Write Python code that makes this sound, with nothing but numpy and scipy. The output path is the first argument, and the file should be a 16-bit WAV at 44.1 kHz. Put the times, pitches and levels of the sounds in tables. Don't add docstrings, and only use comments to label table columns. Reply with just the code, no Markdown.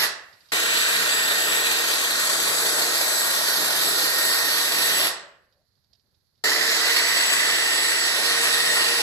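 import sys
import numpy as np
from scipy import signal
from scipy.fft import irfft
from scipy.io import wavfile
from scipy.ndimage import uniform_filter1d

SR = 44100
rng = np.random.default_rng(int(sys.argv[2]) if len(sys.argv) > 2 else 0)


def waveform_to_disk(signal):
    frames = np.transpose(np.atleast_2d(signal))
    scaled = np.clip(frames, -1, 1) * 32767
    samples = np.round(scaled).astype(np.int16)
    wavfile.write(sys.argv[1], SR, samples)


N = 397763

FREE_SPEED_HZ, SPIN_UP_S = 470.0, .34
PINION_TEETH, WHEEL_TEETH = 4, 61
SNIPS_PER_S, SNIPS_DB = 250, -2
RING_HZ, RING_WIDTH_HZ, MESH_RING_SHARE = 1950, 160, 0.35
RASP_HZ, RASP_WIDTH_HZ = 5090, 830
HOLLOW_HZ, HOLLOW_WIDTH_HZ = 2740, 370
BITE_HZ, BITE_WIDTH_HZ = 6800, 260
TREBLE_HZ, TOP_HZ, CUTOFF_HZ = 9100, 11640, 12980
MOAN_WIDTH_HZ = 50
LEAD_SAMPLES = SR // 2

# start_s, stop_s, air_db, leaves_db, starts_slow_by_hz
TRIMMER_RUNS = [(0.0, 0.064, -69, -62, 0), (0.519, 5.095, -70.5, -91.5, 0), (6.4383, 9.5, -67.5, -90, 29)]
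# time_s, slowdown_hz
LOAD_SLOWDOWN = [(0.53, 7.8), (1.04, 5.6), (1.18, 7.6), (1.36, 7), (1.75, 2.3), (2.4, .9), (3.2, .3),
                 (3.83, 3.3), (4.2, 4), (4.59, 7.6), (4.75, 6.8), (4.8, 8.9), (4.95, 7.3), (5.1, 7),
                 (6.4, 6.8), (6.45, 2), (7.3, 2.8), (7.48, 8.6), (7.8, 7.6), (8.05, 6.2), (8.4, 1.8),
                 (8.88, 0)]
# time_s, swing (0 held out, 1 held up)
TOOL_SWING = [(0.0, 1), (0.5, 0.48), (0.53, 0.031), (1.5, 0.049), (2.7, 0.44), (4.2, 0.65), (5.1, 0.67),
              (6.45, 0.96), (9.02, 0.86)]
# time_s, level_db, ring_db, rasp_db, treble_db, left_over_right_db
GRIND_LEVELS = [(0.0, -22.5, 14.5, 8, -2, -2), (0.07, -10.5, 12, -6.5, -1.5, -4.5),
                (0.53, -19, 4.5, -4.5, -3.5, 1), (1.58, -20, -2.5, -4, -3, 1),
                (2.63, -19.5, -0.5, -2, 2, -1), (3.4, -20, 1, -0.5, 2, -1.5),
                (4.1, -19.5, -1.5, -0.5, 2.5, -2), (4.73, -21, -1.5, 1.5, 1.5, -2),
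                (5.08, -19, 2.5, -2, 2.5, -2), (6.45, -20, 22, 2.5, -5, -1),
                (6.9, -20, 13.5, 3.5, -2.5, -2), (7.41, -20.5, 15, 2, -0.5, -1.5),
                (7.9, -21.5, 9, 3, 2, -2), (8.38, -20.5, 4, 1.5, 3.5, -2.5), (9.02, -21.5, 5.5, 3.5, 6, -2)]
# time_s, hollow_db, top_db, bite_db
GRIND_SHADES = [(0.0, 2.5, 4.5, -2), (0.53, 2, 0.5, 1.5), (1.5, 1.5, 3, 0.5), (2.3, -4.5, -2.5, 3.5),
                (3.0, -5.5, -1, 2.5), (4.0, -4.5, 0.5, -1.5), (5.1, 2, 2, -1), (6.45, -3, 1.5, 3.5),
                (7.2, 3.5, -3, -1), (8.0, 3.5, -9.5, -2), (9.02, 5, -12, 0)]
BLADE_BEATS = [(1, 0.07), (2, 0.05), (4, 0.05)]
# pitch_hz, power_share
REPEAT_SHARE = [(150, .7), (330, .5), (600, .35), (1200, .6), (1900, .55), (2400, .2), (3300, .2),
                (5000, .5), (10000, .25)]
# cycles_per_crank_turn, level_db
CRANK_RIPPLES = [(4, -2), (5, -4.5), (6, 5), (7, 2.5), (8, 0), (9, 1.5), (10, 0.5), (11, 3.5), (12, -9),
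                 (13, 2), (14, 6), (16, -16.5)]
# pitch_hz, half_width_hz, boost_db
CASING_RESONANCES = [(199, 33, -1), (627, 72, 7), (1116, 25, 5.5)]
RING_SIDES = [
    [[0.27]],
    [[0.8]],
]
# cycles_per_turn, kind (0 fan, 1 gear, 2 hum), left_db, right_db
SHAFT_TONES = [(1, 2, -6, -5), (4, 1, -9.5, 0), (8, 1, -8, -10), (12, 1, -21.5, -21), (17, 0, 0, -12)]
# offset_cycles_per_crank_turn, level_db
GEAR_SIDE_TONES = [(-2, -14.5), (-1, -4), (1, -15), (2, -15.5), (3, -19.5), (4, -19), (5, -7), (6, -15.5)]
# time_s, level_db
FAN_LEVELS = [(0.53, -36), (0.62, -33), (0.95, -28), (1.03, -45), (1.12, -26), (1.3, -30.5), (1.35, -31),
              (1.56, -27.5), (1.72, -33), (1.8, -37.5), (2.04, -36), (2.1, -40), (2.39, -28.5), (2.5, -35),
              (2.6, -28.5), (2.9, -32), (2.97, -41), (3.1, -24), (3.4, -36), (3.7, -56), (3.85, -29),
              (3.98, -31), (4.1, -45.5), (4.23, -27), (4.54, -40.5), (4.62, -33), (4.74, -33.5),
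              (4.85, -31), (4.9, -39), (4.97, -25.5), (5.05, -40.5), (5.12, -41.5), (6.44, -25),
              (6.46, -29), (6.5, -43), (6.7, -36), (6.88, -31), (7.28, -23), (7.53, -29.5), (7.67, -26),
              (8.02, -26.5), (8.14, -35), (8.3, -34), (8.75, -25.5), (9.01, -33)]
# time_s, gear_db, hum_db
GEAR_AND_HUM_LEVELS = [(0.53, -33.5, -36.5), (0.8, -32, -40), (1.04, -32, -39), (1.3, -28.5, -41.5),
                       (1.7, -30, -36), (2.1, -34.5, -43), (2.4, -38, -42), (2.75, -37, -36.5),
                       (3.2, -37, -45), (3.68, -37.5, -62), (3.85, -36, -69), (4.3, -28.5, -41),
                       (4.7, -34, -44), (4.9, -29.5, -44), (5.1, -38, -62), (6.45, -46.5, -35.5),
                       (6.96, -43, -36), (7.15, -39, -45), (7.33, -48, -59), (7.45, -38, -40),
                       (7.8, -33.5, -40), (8.08, -32, -44.5), (8.18, -34.5, -45), (8.3, -33, -36),
                       (8.5, -32, -37), (8.75, -31.5, -38), (9.01, -36, -34)]
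# time_s, boost_db
GEAR_LEFT_BOOST = [(0.53, -3), (2.0, 1), (3.7, 5.5), (5.1, 1), (6.45, 0.5), (7.3, -3), (7.5, -7),
                   (8.15, -7), (8.3, 6), (9.02, 2)]
# fan_db, gear_db, hum_db
TONE_FLUTTER = [1.5, 1.8, 1.5]
TONE_FADE_FACTORS = [1.15, .8, .8]
# pitch_hz, out_left_db, out_right_db, up_left_db, up_right_db
PORT_COLOURS = [(30, -46, -41.5, -46.5, -44), (60, -28.5, -26, -28.5, -33), (109.7, -25, -23.5, -24, -23.5),
                (152, -22, -18, -22.5, -21.5), (235, -16.5, -15.5, -14.5, -18.5),
                (290, -13.0, -12, -10.5, -12.5), (400, -10.5, -9.0, -6, -8.5), (503, -10, -7.5, -8, -13),
                (724, -12, -8.5, -8, -9), (920, -5, -6, -2.5, -6.5), (1200, -7, -4, -3, -6),
                (1530, 0.0, 2.5, 0.5, -2), (2220, -5.5, -6.5, -4.5, -4.5), (2270, -1, 3, 1.5, -5.5),
                (2640, -3.5, -1, -2.5, -3), (3220, -4, -2, -2.5, -5.5), (3570, -6, 1, -5, -3.5),
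                (3840, -5.0, 3.5, 0, -0.5), (4340, -5.5, 3.5, -7.5, 2.5), (4800, 0.5, 1, -2.5, -2),
                (5270, -5, 0.5, -8, -2), (5680, -9.5, -7, -5, -5.5), (6100, -6, -5.5, -9, -8.5),
                (6660, -5.5, -13.5, -4, -11.5), (7000, -3.5, -17.5, -7.5, -9),
                (7500, -4, -21.5, -2.5, -13.5), (8400, -4.5, -22.5, -5.5, -18), (8600, -2, -25, -12, -18),
                (9300, -7, -20, -9, -10.5), (10200, -6.5, -15.5, -8.5, -6.5), (11400, -7, -4, -7, -7),
                (12620, -5.5, -10.5, -3.5, -6), (13000, -2.5, -9, -11, -13.5)]
# pitch_hz, held_out_cycles, held_up_cycles
RIGHT_PORT_LAG = [(30, 0, 0), (340, .03, 0), (860, .19, .12), (1380, .22, .11), (1890, .38, .14),
                  (2410, .57, .47), (2930, .64, .49), (3450, .9, .47), (3960, 1.05, .48), (4480, 1.37, .9),
                  (5000, 1.53, 1.4), (5510, 1.95, 1.57), (6030, 2.02, 2.0), (7000, 2.5, 2.1),
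                  (13000, 5.4, 4.6)]
# pitch_hz, ring_time_s (to fall 60 dB), walls_over_direct_db, left_right_likeness
WALL_RING = [(59, .35, 9.5, 0.17), (160, 0.71, -1, 0.72), (304, 0.57, -5.5, 0.67), (486, 0.61, 7, 0.32),
             (582, 0.65, -3, 0.84), (696, 0.57, 5, 0.3), (1744, 0.62, 2, 0.15), (2220, .55, -5.5, .1),
             (2970, 0.55, -7, 0.032), (3570, 0.4, 4, .05), (4650, 0.38, 4.5, 0.041),
             (7550, 0.38, 0.5, 0.061), (12940, 0.11, 17, 0.039)]
# start_s, peak_db, left_over_right_db
TICK_EVENTS = [(0.329, -49, -15), (0.338, -54, -18), (0.406, -51, -15), (0.458, -54, -15),
               (0.487, -54, -19), (0.498, -54, -21), (5.525, -58, -12), (5.7538, -65, -13.5),
               (5.841, -64, -15.5), (5.931, -51.5, -18), (5.95, -60, -15), (5.9958, -63, -14.0),
               (6.111, -69, -15.5), (6.1439, -65, -16.0), (6.2043, -71, -15), (6.2677, -73, -12),
               (6.3555, -62.5, -12), (6.3789, -66, -13)]
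# pitch_hz, level_db, ring_time_s
TICK_NOTES = [(700, -6.5, 0.0096), (2420, -26, 0.0053), (3900, 4, 0.012), (4660, 18.5, 0.0034),
              (6500, -20, 0.0036)]
# start_s, level_db, pitch_hz
THUD_EVENTS = [(.523, -47, 71), (7.535, -45, 64.6)]
# time_s, pitch_hz, level_db
MOAN_PATH = [(5.14, 573, -75), (5.26, 570, -52), (5.399, 560, -73), (5.5, 523, -82), (5.56, 547, -71),
             (5.62, 620, -74.5), (5.658, 673, -86)]
# pitch_hz, left_db, right_db
AIR_COLOUR = [(29.97, -14.5, -16), (87, 4, 9), (299, -9.5, -15.5), (420, -11, -11.5), (1000, -18, -18),
              (1890, -22, -15.5), (2574, -27.5, -30), (4430, -34, -3.5), (6440, -24, -22.5),
              (8670, -34, -35.5), (11100, -35.5, -15.5), (12370, -22, -18)]


def trimmer():
    t = np.arange(-LEAD_SAMPLES, N) / SR
    lead_s = LEAD_SAMPLES / SR
    turns = np.cumsum(motor_speed(t)) / SR
    hz, frame_s, spectra = grind(t, turns * PINION_TEETH / WHEEL_TEETH)
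    out = np.zeros((2, len(t)))
    since_stop_s = np.full(len(t), 9.)
    next_starts = [run[0] for run in TRIMMER_RUNS[1:]] + [t[-1] + 1]
    for (start_s, stop_s, *_), next_s in zip(TRIMMER_RUNS, next_starts):
        used = (frame_s > start_s - lead_s) & (frame_s < min(next_s, stop_s + 2 * lead_s) + .1)
        run_s = frame_s[used]
        switch_off = np.clip((stop_s - run_s) / 0.026, 0, 1)
        heard = garden_walls(hz, run_s, spectra[:, :, used] * switch_off)
        part = np.zeros_like(out)
        add(part, run_s[0] - t[0], to_samples(heard, len(t)))
        switch_on = np.clip((t - start_s) / 0.002 + (start_s == 0), 0, 1)
        out += part * switch_on * (t < next_s)
        if start_s > 0:
            since_stop_s[t >= start_s] = np.maximum(t[t >= start_s] - stop_s, 0)
    return (out + whine(t, turns, since_stop_s))[:, LEAD_SAMPLES:]


def motor_speed(t):
    still_to_gain_hz = sum(slow_hz * np.exp(-np.maximum(t - start_s, 0) / SPIN_UP_S) * (t >= start_s)
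                           for start_s, *_, slow_hz in TRIMMER_RUNS)
    return FREE_SPEED_HZ - at_time(LOAD_SLOWDOWN, t)[0] - still_to_gain_hz


def grind(t, crank_turns):
    throb = np.exp(sum(depth * np.cos(2 * np.pi * (beats * crank_turns + rng.random()))
                       for beats, depth in BLADE_BEATS))
    snips = twig_snips(len(t))
    fresh = rng.standard_normal(len(t)) + gain_of(SNIPS_DB) * snips
    hz, frame_s, (worn, new) = to_spectra(throb * np.array([wear(crank_turns), fresh]))
    frame_s = frame_s + t[0]
    share = np.clip(at_pitch(REPEAT_SHARE, hz)[0], 0, 1)[:, None]
    worn = unit_level(worn) * np.sqrt(np.mean(hz < CUTOFF_HZ))
    spectra = np.sqrt(share) * worn + np.sqrt(1 - share) * unit_level(new)
    spectra = spectra * gain_of(grind_colour_db(hz, frame_s))
    spectra /= np.sqrt(np.mean(to_samples(spectra, len(t)) ** 2))
    level_db, *_, pan_db = at_time(GRIND_LEVELS, frame_s)
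    return hz, frame_s, spectra * gain_of(level_db + np.outer([.5, -.5], pan_db))[:, None]


def twig_snips(count):
    strength = gain_of(2.8 * np.minimum(rng.exponential(1, count), 4))
    cuts = strength * (rng.random(count) < SNIPS_PER_S / SR)
    bursts = signal.lfilter([1], [1, -np.exp(-1 / (0.0037 * SR))], cuts)
    return unit_level(bursts * rng.standard_normal(count))


def wear(crank_turns, turns_alike=12.57):
    size, count = 16384, 3
    ripples = np.exp(2j * np.pi * rng.random((count, 460)))
    ripples *= gain_of(1.7 * rng.standard_normal(ripples.shape))
    ripples[:, 1::2] *= .6
    for cycles, db in CRANK_RIPPLES:
        ripples[:, cycles] *= gain_of(db) / abs(ripples[:, cycles])
    place = np.arange(size + 1) / size
    out, start = 0, rng.random()
    for k, pattern in enumerate(irfft(ripples, size)):
        blend = np.cos(np.pi * (crank_turns / turns_alike / count + k / count + start))
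        out = out + blend * np.interp(crank_turns % 1, place, np.append(pattern, pattern[0]))
    return unit_level(out)


def grind_colour_db(hz, frame_s):
    _, ring_db, rasp_db, treble_db, _ = at_time(GRIND_LEVELS, frame_s)
    hollow_db, top_db, bite_db = at_time(GRIND_SHADES, frame_s)
    bands = [(bump(hz, RASP_HZ, RASP_WIDTH_HZ), rasp_db),
             (bump(hz, HOLLOW_HZ, HOLLOW_WIDTH_HZ), hollow_db),
             (bump(hz, BITE_HZ, BITE_WIDTH_HZ), bite_db),
             (1 / (1 + (TREBLE_HZ / (hz + 1)) ** 6), treble_db),
             (1 / (1 + (TOP_HZ / (hz + 1)) ** 24), top_db)]
    bands_db = sum(np.outer(shape, db) for shape, db in bands)
    shade_db = 1.1 * patches(bands_db.shape, bins=14, frames=16)
    casing_db = sum(db * bump(hz, pitch, width) for pitch, width, db in CASING_RESONANCES)[:, None]
    housing_db = np.array(RING_SIDES) * np.outer(bump(hz, RING_HZ, RING_WIDTH_HZ), ring_db)
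    return bands_db + shade_db + casing_db + housing_db + port_colour_db(hz, frame_s)


def whine(t, turns, since_stop_s):
    levels_db = at_time(FAN_LEVELS, t) + at_time(GEAR_AND_HUM_LEVELS, t)
    ring_db = at_time(GRIND_LEVELS, t)[1]
    turned_db = at_time(GEAR_LEFT_BOOST, t)[0]
    tones = [(*row, 0, MESH_RING_SHARE * (row[0] == PINION_TEETH)) for row in SHAFT_TONES]
    mesh = next(row for row in SHAFT_TONES if row[0] == PINION_TEETH)
    tones += [(PINION_TEETH * (1 + offset / WHEEL_TEETH), *mesh[1:], db, 1)
              for offset, db in GEAR_SIDE_TONES]
    steps_s, out = np.arange(t[0], t[-1] + 1, .03), 0
    sway_turns = 0.014 * wobble(t, steps_s[::4])
    for cycles, kind, left_db, right_db, extra_db, ring_share in tones:
        hz = cycles * FREE_SPEED_HZ
        flutter_db = TONE_FLUTTER[kind] * wobble(t, steps_s)
        housing_db = ring_share * bump(hz, RING_HZ, RING_WIDTH_HZ) * ring_db
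        fade_db = 60 * since_stop_s / at_pitch(WALL_RING, hz)[0] / TONE_FADE_FACTORS[kind]
        db = extra_db + levels_db[kind] + housing_db + flutter_db - fade_db
        gains = gain_of([left_db + (kind == 1) * turned_db + db, right_db + db])
        phase = rng.random() - np.outer([0, 1], right_lag_cycles(hz, t) - cycles * sway_turns)
        out = out + np.sqrt(2) * gains * np.sin(2 * np.pi * (cycles * turns + phase))
    return out


def port_colour_db(hz, t):
    held_out, held_up = at_pitch(PORT_COLOURS, hz).reshape(2, 2, -1, 1)
    return held_out + (held_up - held_out) * np.clip(at_time(TOOL_SWING, t)[0], 0, 1)


def right_lag_cycles(hz, t):
    pitches, *lags = np.transpose(RIGHT_PORT_LAG)
    held_out, held_up = (np.interp(hz, pitches, lag) for lag in lags)
    swing = np.clip(at_time(TOOL_SWING, t)[0], 0, 1)
    return np.multiply.outer(held_out, 1 - swing) + np.multiply.outer(held_up, swing)


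def garden_walls(hz, frame_s, spectra):
    ring_s, walls_db, likeness = at_pitch(WALL_RING, hz)[:, :, None]
    kept = gain_of(-2 * 60 * 256 / SR / ring_s[:, 0])
    energy = abs(spectra) ** 2
    for k in range(1, len(frame_s)):
        energy[:, :, k] = kept * energy[:, :, k - 1] + (1 - kept) * energy[:, :, k]
    noise = to_spectra(rng.standard_normal((2, 256 * (len(frame_s) - 1))))[2]
    make_alike(noise, np.clip(likeness, 0, 1))
    ring = np.sqrt(abs(uniform_filter1d(energy, 3, 1))) * unit_level(noise)
    delay = np.exp(-2j * np.pi * right_lag_cycles(hz, frame_s))
    direct = np.array([spectra[0], spectra[1] * delay])
    wall_gain = gain_of(walls_db)
    return (direct + wall_gain * ring) / np.sqrt(1 + wall_gain ** 2)


def ticks_and_thuds():
    out, t = np.zeros((2, N)), np.arange(4000) / SR
    ring = sum(gain_of(db - 60 * t / ring_s) * np.sin(2 * np.pi * hz * t)
               for hz, db, ring_s in TICK_NOTES)
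    ring *= 1 - np.exp(-t / 0.00017)
    for start_s, db, pan_db in TICK_EVENTS:
        rattle = rng.standard_normal(len(t)) * np.exp(-t / 0.011) * (rng.random(len(t)) < .2)
        rattle[0] = 1.8
        tick = signal.fftconvolve(rattle, ring)
        gains = gain_of([db + pan_db / 2, db - pan_db / 2])
        add(out, start_s, np.outer(gains, tick / abs(tick).max()))
    for start_s, db, hz in THUD_EVENTS:
        thud = gain_of(db) * np.sin(2 * np.pi * hz * t) * np.exp(-t / .015)
        add(out, start_s, np.array([thud, thud]))
    return out


def moan():
    t = np.arange(MOAN_PATH[0][0], MOAN_PATH[-1][0], 1 / SR)
    hz, db = at_time(MOAN_PATH, t)
    noise = rng.standard_normal(SR) + 1j * rng.standard_normal(SR)
    fuzz = signal.lfilter([1], [1, -np.exp(-np.pi * MOAN_WIDTH_HZ / SR)], noise)[-len(t):]
    glide = np.exp(2j * np.pi * np.cumsum(hz) / SR)
    tone = np.sqrt(2) * gain_of(db) * (unit_level(fuzz) * glide).real
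    out = np.zeros((2, N))
    add(out, t[0], np.array([tone, tone]))
    return out


def garden_air():
    hz, frame_s, noise = to_spectra(rng.standard_normal((2, N)))
    make_alike(noise, 0.5 * bump(hz, 0, 900)[:, None])
    flicker_db = 1.9 * patches(noise.shape[1:], bins=120, frames=4)
    starts_s, _, air_db, leaves_db, _ = np.transpose(TRIMMER_RUNS)
    run = np.searchsorted(starts_s, np.arange(N) / SR, "right") - 1
    hum = to_samples(noise * gain_of(at_pitch(AIR_COLOUR, hz)[:, :, None] + flicker_db), N)
    hiss = to_samples(noise * gain_of(port_colour_db(hz, frame_s)), N)
    return gain_of(air_db[run]) * unit_level(hum) + gain_of(leaves_db[run]) * unit_level(hiss)


def gain_of(db):
    return 10 ** (np.asarray(db) / 20)


def unit_level(x):
    return x / np.sqrt(np.mean(abs(x) ** 2) + 1e-20)


def bump(hz, centre_hz, half_width_hz):
    return 1 / (1 + ((hz - centre_hz) / half_width_hz) ** 2)


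def wobble(t, steps_s):
    return np.interp(t, steps_s, rng.standard_normal(len(steps_s)))


def patches(shape, bins, frames):
    return unit_level(uniform_filter1d(uniform_filter1d(rng.standard_normal(shape), bins, 0), frames, 1))


def make_alike(noise, likeness):
    noise[1] = likeness * noise[0] + np.sqrt(1 - likeness ** 2) * noise[1]


def at_pitch(table, hz):
    pitches, *columns = np.transpose(table)
    return np.array([np.interp(np.log(hz + 1), np.log(pitches + 1), c) for c in columns])


def at_time(table, t):
    times, *columns = np.transpose(table)
    return [np.interp(t, times, c) for c in columns]


def to_spectra(x):
    return signal.stft(x, SR, nperseg=1024, noverlap=768)


def to_samples(spectra, count):
    return signal.istft(spectra, SR, nperseg=1024, noverlap=768)[1][..., :count]


def add(mix, start_s, part):
    space = mix[:, round(start_s * SR):][:, :part.shape[1]]
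    space += part[:, :space.shape[1]]


def scene():
    return trimmer() + garden_air() + ticks_and_thuds() + moan()


def record(dry):
    low_pass = signal.firwin(1023, CUTOFF_HZ, window=("kaiser", 9), fs=SR)
    return signal.oaconvolve(dry, low_pass[None], "same", axes=1)


dry = scene()
out = record(dry)
waveform_to_disk(out)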